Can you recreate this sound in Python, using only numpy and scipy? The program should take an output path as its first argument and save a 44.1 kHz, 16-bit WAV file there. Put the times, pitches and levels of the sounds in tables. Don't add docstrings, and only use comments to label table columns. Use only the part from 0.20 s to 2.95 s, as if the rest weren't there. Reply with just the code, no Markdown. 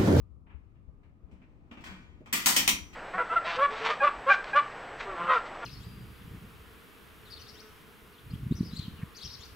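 import sys
import numpy as np
from scipy import signal
from scipy.fft import rfft, irfft
from scipy.io import wavfile

SR = 44100
rng = np.random.default_rng(int(sys.argv[2]) if len(sys.argv) > 2 else 0)


def wrap_up_sound(samples):
    columns = np.atleast_2d(samples).T
    tamed = np.clip(columns, -1, 1)
    steps = np.round(tamed * 32767).astype(np.int16)
    wavfile.write(sys.argv[1], SR, steps)


N = 121275
BLOW_T = np.arange(SR * 3 // 4) / SR
GRAIN_DB = 2.7

# frequency in Hz, spectral density in dB per Hz.
SNAP_SPECTRUM = [(40, -13), (130, -7.5), (200, 1), (300, 0), (450, -9), (650, -7.5), (1000, 0), (1500, -4),
                 (2400, 5.5), (4000, 0.5), (6000, 1.5), (8700, 2), (9400, -6), (10200, -4.5), (12000, -5),
                 (14000, 1.5), (15500, -0.5), (16000, -7.5)]
# frequency in Hz, share of the change from 0 to 1.
BASS_RANGE = [(350, 1), (1500, 0)]
CLANK_RANGE = [(1200, 0), (2100, 1), (3300, 1), (4600, 0)]
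TREBLE_RANGE = [(3000, 0), (5500, 1)]
# frequency in Hz, left-right correlation from -1 to 1.
LIKENESS = [(100, 0.77), (270, 0.87), (600, 0.57), (1100, 0.027), (2300, -0.29), (5000, 0.16),
            (15000, -0.09)]


def ratchet():
    # start in seconds, level in dB, then bass, wood, clank, treble, first crack, ratchet ring
    # and pawl ping in dB, tail length as a factor.
    snaps = [(2.1273, -23, -0.5, -2.5, -1, -4, -18, -19, -9, 1.35),
             (2.2590, -17.5, -4.5, 1.5, -2.5, -1.5, -6, -16, -20, 1.31),
             (2.3636, -21.5, 0, 2.5, 0.5, 0.5, 1.5, -11, -30, 0.92),
             (2.4769, -22.5, 0.5, 0, 3.5, 0.5, 3.5, -8, -25, 0.81)]
    seat_hz, seat_db, seat_t60_s = 788, -30, 0.082
    rebound_s, rebound_db, rebound_t60_s = 2.4905, -20.5, 0.03
    out = np.zeros((2, N))
    for start_s, *blow in snaps:
        add(out, start_s, snap(*blow))

    last_s = snaps[-1][0]
    wooden_knock = ring([(seat_hz, seat_db, seat_t60_s)]) * np.minimum(BLOW_T / 0.002, 1)
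    add(out, last_s, wooden_knock)

    clack = noise(SNAP_SPECTRUM, len(BLOW_T), [(CLANK_RANGE, 8), (TREBLE_RANGE, -4)])
    add(out, rebound_s, amp(rebound_db) * clack * decay(BLOW_T, rebound_t60_s))
    return out


def snap(level_db, bass_db, wood_db, clank_db, treble_db, crack_db, ring_db, ping_db, length):
    # frequency in Hz, relative level in dB, t60 in seconds.
    rack_modes = [(2165, -1, .22), (2365, -4, .3), (2540, -5, .27), (2735, -2, .22), (2965, -4, .3),
                  (3232, -5, .36), (3290, -2, .22), (4342, -1, .2), (4468, -4, .2), (5635, -6, .4),
                  (5678, -4, .25), (5846, -12, .52), (6165, -4, .28), (6255, -15, .55), (6315, -14, .52)]
    pawl_modes = [(7790, -6, .17), (7832, -2, .21), (7885, -4, .16), (8735, -5, .17), (13500, -8, .2),
                  (13700, -8, .18), (14480, -10, .2), (14660, -8, .18)]
    board_modes = [(190, -2, 0.5), (220.4, -3, 0.44), (252.8, -0.5, 0.37), (293.2, -6, 0.53),
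                   (937, -8, 0.4), (990, -4, 0.3), (1132, -8, 0.23)]
    # frequency in Hz, share of the change from 0 to 1.
    wood_range = [(400, 0), (650, 1), (1150, 1), (1600, 0)]
    rise_s, crack_s, board_rise_s, board_db = 0.00063, 0.0054, 0.0049, -17.5

    shelves = [(BASS_RANGE, bass_db), (wood_range, wood_db), (CLANK_RANGE, clank_db), (TREBLE_RANGE, treble_db)]
    burst = noise(SNAP_SPECTRUM, len(BLOW_T), shelves, grain_db=GRAIN_DB, resonant=1)
    crack = amp(crack_db) * np.exp(-(BLOW_T / crack_s) ** 2)
    burst = die_away(burst, length) * np.sqrt(1 + crack ** 2)

    boom = amp(board_db + bass_db) * ring(board_modes) * (1 - np.exp(-BLOW_T / board_rise_s))
    steel = amp(ring_db) * ring(rack_modes) + amp(ping_db) * ring(pawl_modes)
    return amp(level_db) * (burst + steel + boom) * np.minimum(BLOW_T / rise_s, 1)


def stay():
    # start in seconds, level in dB, bass, clank and treble in dB,
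    # rise in seconds, tail length as a factor.
    ticks = [(.265, -65, 6.5, 0.5, -22, 0.0028, 1.4), (.292, -59, 3, 0, -20, .018, .9),
             (.553, -77.5, 3, 4, -13, .003, 0.76), (.830, -69, 3, 0.5, -8, .004, 1),
             (1.111, -70.5, 10, 5.5, 3.5, .003, 1.1), (1.216, -65.5, -6, 4.5, -11, .002, 0.57),
             (1.511, -54, 4, 3.5, -3, .002, 1), (1.570, -54, 2.5, 1.5, -8, .003, 1.1),
             (1.607, -58, -2, 1, 2, 0.0016, 0.75), (1.638, -47, -12.5, 2, 4.5, 0.0026, 1.78),
             (1.657, -45, -9, -3, -3.5, 0.011, 1.34), (2.059, -53, 0, -0.5, 0, 0.00084, 1.15),
             (2.725, -55, -4, 5.5, 7, 0.011, 1.8)]
    # frequency in Hz, relative level in dB before the tick's treble change,
    # t60 in seconds before the tick's length factor.
    stay_modes = [(948, -3, .45), (1246, 1, .4), (1486, -2, .5), (1884, -3, .45), (2350, 0, .5),
                  (2622, -4, .4), (3165, -1, .45), (3381, -3, .4), (3763, -12, .45), (5394, -17, .45),
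                  (6085, -20, .5), (6845, -21, .65), (7770, -18, .22)]
    # frequency in Hz, density in dB per Hz.
    tick_spectrum = [(40, -26.5), (130, -11), (230, 10), (550, -4), (1000, 2), (1600, -2.5), (2400, 0),
                     (3200, -9), (4200, -13.5), (8500, -20), (9600, -32), (12000, -33.5), (15000, -25)]
    rumble_spectrum = [(60, -9), (130, -1.5), (190, 2), (270, 0.5), (340, -2.5), (450, -9), (620, -12.5),
                       (1000, -17), (1600, -25.5), (8000, -60)]
    # time in seconds, level in dB.
    slide_course = [(0, -81), (.27, -89), (.4, -78.5), (.75, -82), (1.0, -81.5), (1.25, -73), (1.4, -76),
                    (1.949, -71), (2.3, -81.5), (2.75, -59.5)]
    rumble_course = [(0, -83.5), (.55, -74), (.75, -66.5), (.98, -68), (1.1, -61.5), (1.4, -63.5),
                     (1.8, -59), (2.0, -63), (2.75, -60)]
    tick_ring_db = -10.5
    modes_above_db = -58

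    rub = noise(tick_spectrum, N, [(TREBLE_RANGE, -3)]) * level(slide_course)
    rumble = noise(rumble_spectrum, N) * level(rumble_course)
    out = rub + rumble
    for start_s, level_db, bass_db, clank_db, treble_db, rise_s, length in ticks:
        shelves = [(BASS_RANGE, bass_db), (CLANK_RANGE, clank_db), (TREBLE_RANGE, treble_db)]
        burst = noise(tick_spectrum, len(BLOW_T), shelves, grain_db=GRAIN_DB, resonant=0.84)
        tick = die_away(burst, length)
        if level_db > modes_above_db:
            modes = [(hz, db + treble_db * read(TREBLE_RANGE, hz), t60_s * length)
                     for hz, db, t60_s in stay_modes]
            tick += amp(tick_ring_db) * ring(modes)
        add(out, start_s, amp(level_db) * tick * np.minimum(BLOW_T / rise_s, 1))
    return out


def board_knocks():
    # start in seconds, level in dB, pitch in Hz, t60 in seconds, noisy puff in dB relative to the mode.
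    knocks = [(0.684, -52, 148, 0.15, -7), (1.08, -52, 168, 0.2, -10), (1.125, -51, 188, 0.4, -10),
              (1.217, -57, 250, .25, -8), (1.513, -48, 246.3, 0.27, -5), (1.572, -51, 180, .25, -10),
              (1.706, -45, 186.5, 0.43, -10.5), (2.006, -49, 356, 0.067, -1)]
    # frequency in Hz, spectral density in dB per Hz.
    puff_spectrum = [(60, -4), (200, 1.5), (400, -3), (600, -5.5), (900, -23), (2000, -32), (8000, -54)]
    puff_s, rise_s = 0.021, 0.0029
    out = np.zeros((2, N))
    for start_s, level_db, hz, t60_s, puff_db in knocks:
        puff = amp(puff_db) * noise(puff_spectrum, len(BLOW_T)) * np.exp(-BLOW_T / puff_s)
        knock = ring([(hz, 0, t60_s)]) + puff
        add(out, start_s, amp(level_db) * knock * np.minimum(BLOW_T / rise_s, 1))
    return out


def microphone_bumps():
    # start in seconds, level on the left in dB.
    bumps = [(.005, -38), (0.104, -40), (0.341, -34), (0.674, -38.5), (1.029, -39), (1.123, -39),
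             (1.695, -40.5), (2.39, -38.5), (2.449, -40.5), (2.527, -35), (2.605, -37)]
    centre_hz, peak_s, right_db = 64, 0.014, -42
    out = np.zeros((2, N))
    swell = (BLOW_T / peak_s) ** 2 * np.exp(2 * (1 - BLOW_T / peak_s))
    for start_s, level_db in bumps:
        hz = centre_hz * rng.uniform(0.886, 1.15)
        bump = swell * np.sin(2 * np.pi * (hz * BLOW_T + rng.random()))
        add(out, start_s, amp([[level_db], [level_db + right_db]]) * bump)
    return out


def hum():
    # frequency in Hz, spectral density in dB per Hz.
    hum_spectrum = [(15, -19.5), (30, -3), (50, -4), (68, -1.5), (100, -6.5), (150, -13), (190, -15),
                    (250, -19.5), (300, -20.5), (400, -27.5), (550, -33), (800, -39), (1050, -37.5),
                    (1250, -31.5), (1400, -45), (1550, -60), (4000, -62), (16000, -70)]
    # frequency in Hz, left minus right in dB.
    hum_left = [(30, 5), (70, 21.5), (130, 0.5), (220, 1), (1000, 0.5), (8000, -2)]
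    # frequency in Hz, left-right correlation.
    hum_likeness = [(60, 0), (150, 0.81), (400, 0.53), (1200, 0), (8000, 0.085)]
    mean_db, swell_db, swell_hz = -54.5, 1.44, 2.4
    swell = wander(np.arange(N) / SR, 1 / swell_hz)
    return amp(mean_db + swell_db * swell) * noise(hum_spectrum, N, same=hum_likeness, left=hum_left)


def ring(modes):
    waver, waver_s = 0.45, 0.022
    out = np.zeros((2, len(BLOW_T)))
    coarse_t = BLOW_T[::100]
    phases = rng.uniform(-np.pi, np.pi, (len(modes), 2))
    for (hz, db, t60_s), (phase, apart) in zip(modes, phases):
        diffuse = np.clip(1 - read(LIKENESS, hz), 0, 1)
        turn = (2 * np.pi * hz * BLOW_T + phase).astype(np.float32)
        for port in range(2):
            swell = 1 + waver * diffuse * wander(coarse_t, waver_s)
            fade = amp(db) * decay(coarse_t, t60_s) * swell
            shift = np.float32(port * apart * diffuse)
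            out[port] += np.interp(BLOW_T, coarse_t, fade) * np.sin(turn + shift)
    return out


def die_away(x, length):
    # frequency in Hz, t60 in seconds before the length factor.
    tail = [(200, 0.56), (600, 0.42), (1200, 0.41), (2600, 0.37), (5000, 0.34), (8000, 0.26), (11000, 0.3),
            (15000, 0.21)]
    hold_s = 0.015
    linger_db, linger_t60_s = -31, 0.79
    hz, t, spectrum = signal.stft(x, SR, nperseg=256)
    fade = decay(np.maximum(t - hold_s, 0), length * read(tail, hz)[:, None])
    linger = amp(linger_db) * decay(t, linger_t60_s)
    return signal.istft(spectrum * np.hypot(fade, linger), SR)[1][:, :len(BLOW_T)]


def noise(colour, size, shelves=(), same=LIKENESS, left=None, grain_db=0, resonant=0):
    # frequency in Hz, left minus right in dB.
    usual_left = [(200, -1), (600, 1), (1200, 3.5), (2500, 2.5), (6000, 0), (14000, 1.8)]
    ripple_db, ripple_hz, fine_db, fine_hz = 2.1, 170, 2.0, 40
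    hz = np.fft.rfftfreq(size, 1 / SR)
    white = rng.standard_normal((2, size)) * amp(grain_db * rng.standard_normal(size))
    first, second = rfft(white / white.std())

    gain = amp(read(colour, hz))
    ripple = ripple_db * wander(hz, ripple_hz) + fine_db * wander(hz, fine_hz)
    gain = gain * amp(resonant * (1 - read(BASS_RANGE, hz)) * ripple)
    gain = gain / np.sqrt(np.mean(gain ** 2))
    gain = gain * amp(sum(db * read(zone, hz) for zone, db in shelves))

    alike = np.clip(read(same, hz), -1, 1)
    lean = amp(read(usual_left if left is None else left, hz))
    right = alike * first + np.sqrt(1 - alike ** 2) * second
    ports = np.array([first * lean, right]) * np.sqrt(2 / (1 + lean ** 2))
    return irfft(ports * gain, size)


def decay(t, t60_s):
    return np.exp(-np.log(1000) * t / t60_s)


def wander(x, step):
    knots = rng.standard_normal(1024) * np.sqrt(3 / 2)
    return np.interp(x / step, np.arange(len(knots)), knots)


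def level(curve):
    return amp(np.interp(np.arange(N) / SR, *np.transpose(curve)))


def amp(db):
    return 10 ** (np.asarray(db) / 20)


def read(points, hz):
    f, value = np.transpose(points)
    return np.interp(np.log(hz + 1), np.log(f + 1), value)


def add(mix, start_s, sound):
    part = mix[:, max(round(start_s * SR), 0):][:, :sound.shape[1]]
    part += sound[:, :part.shape[1]]


def scene():
    return ratchet() + stay() + board_knocks() + microphone_bumps() + hum()


def record(dry):
    edge_hz = 16050
    low_pass = signal.firwin(255, edge_hz, window=("kaiser", 8), fs=SR)
    return signal.oaconvolve(dry, low_pass[None], "same")


dry = scene()
out = record(dry)
wrap_up_sound(out)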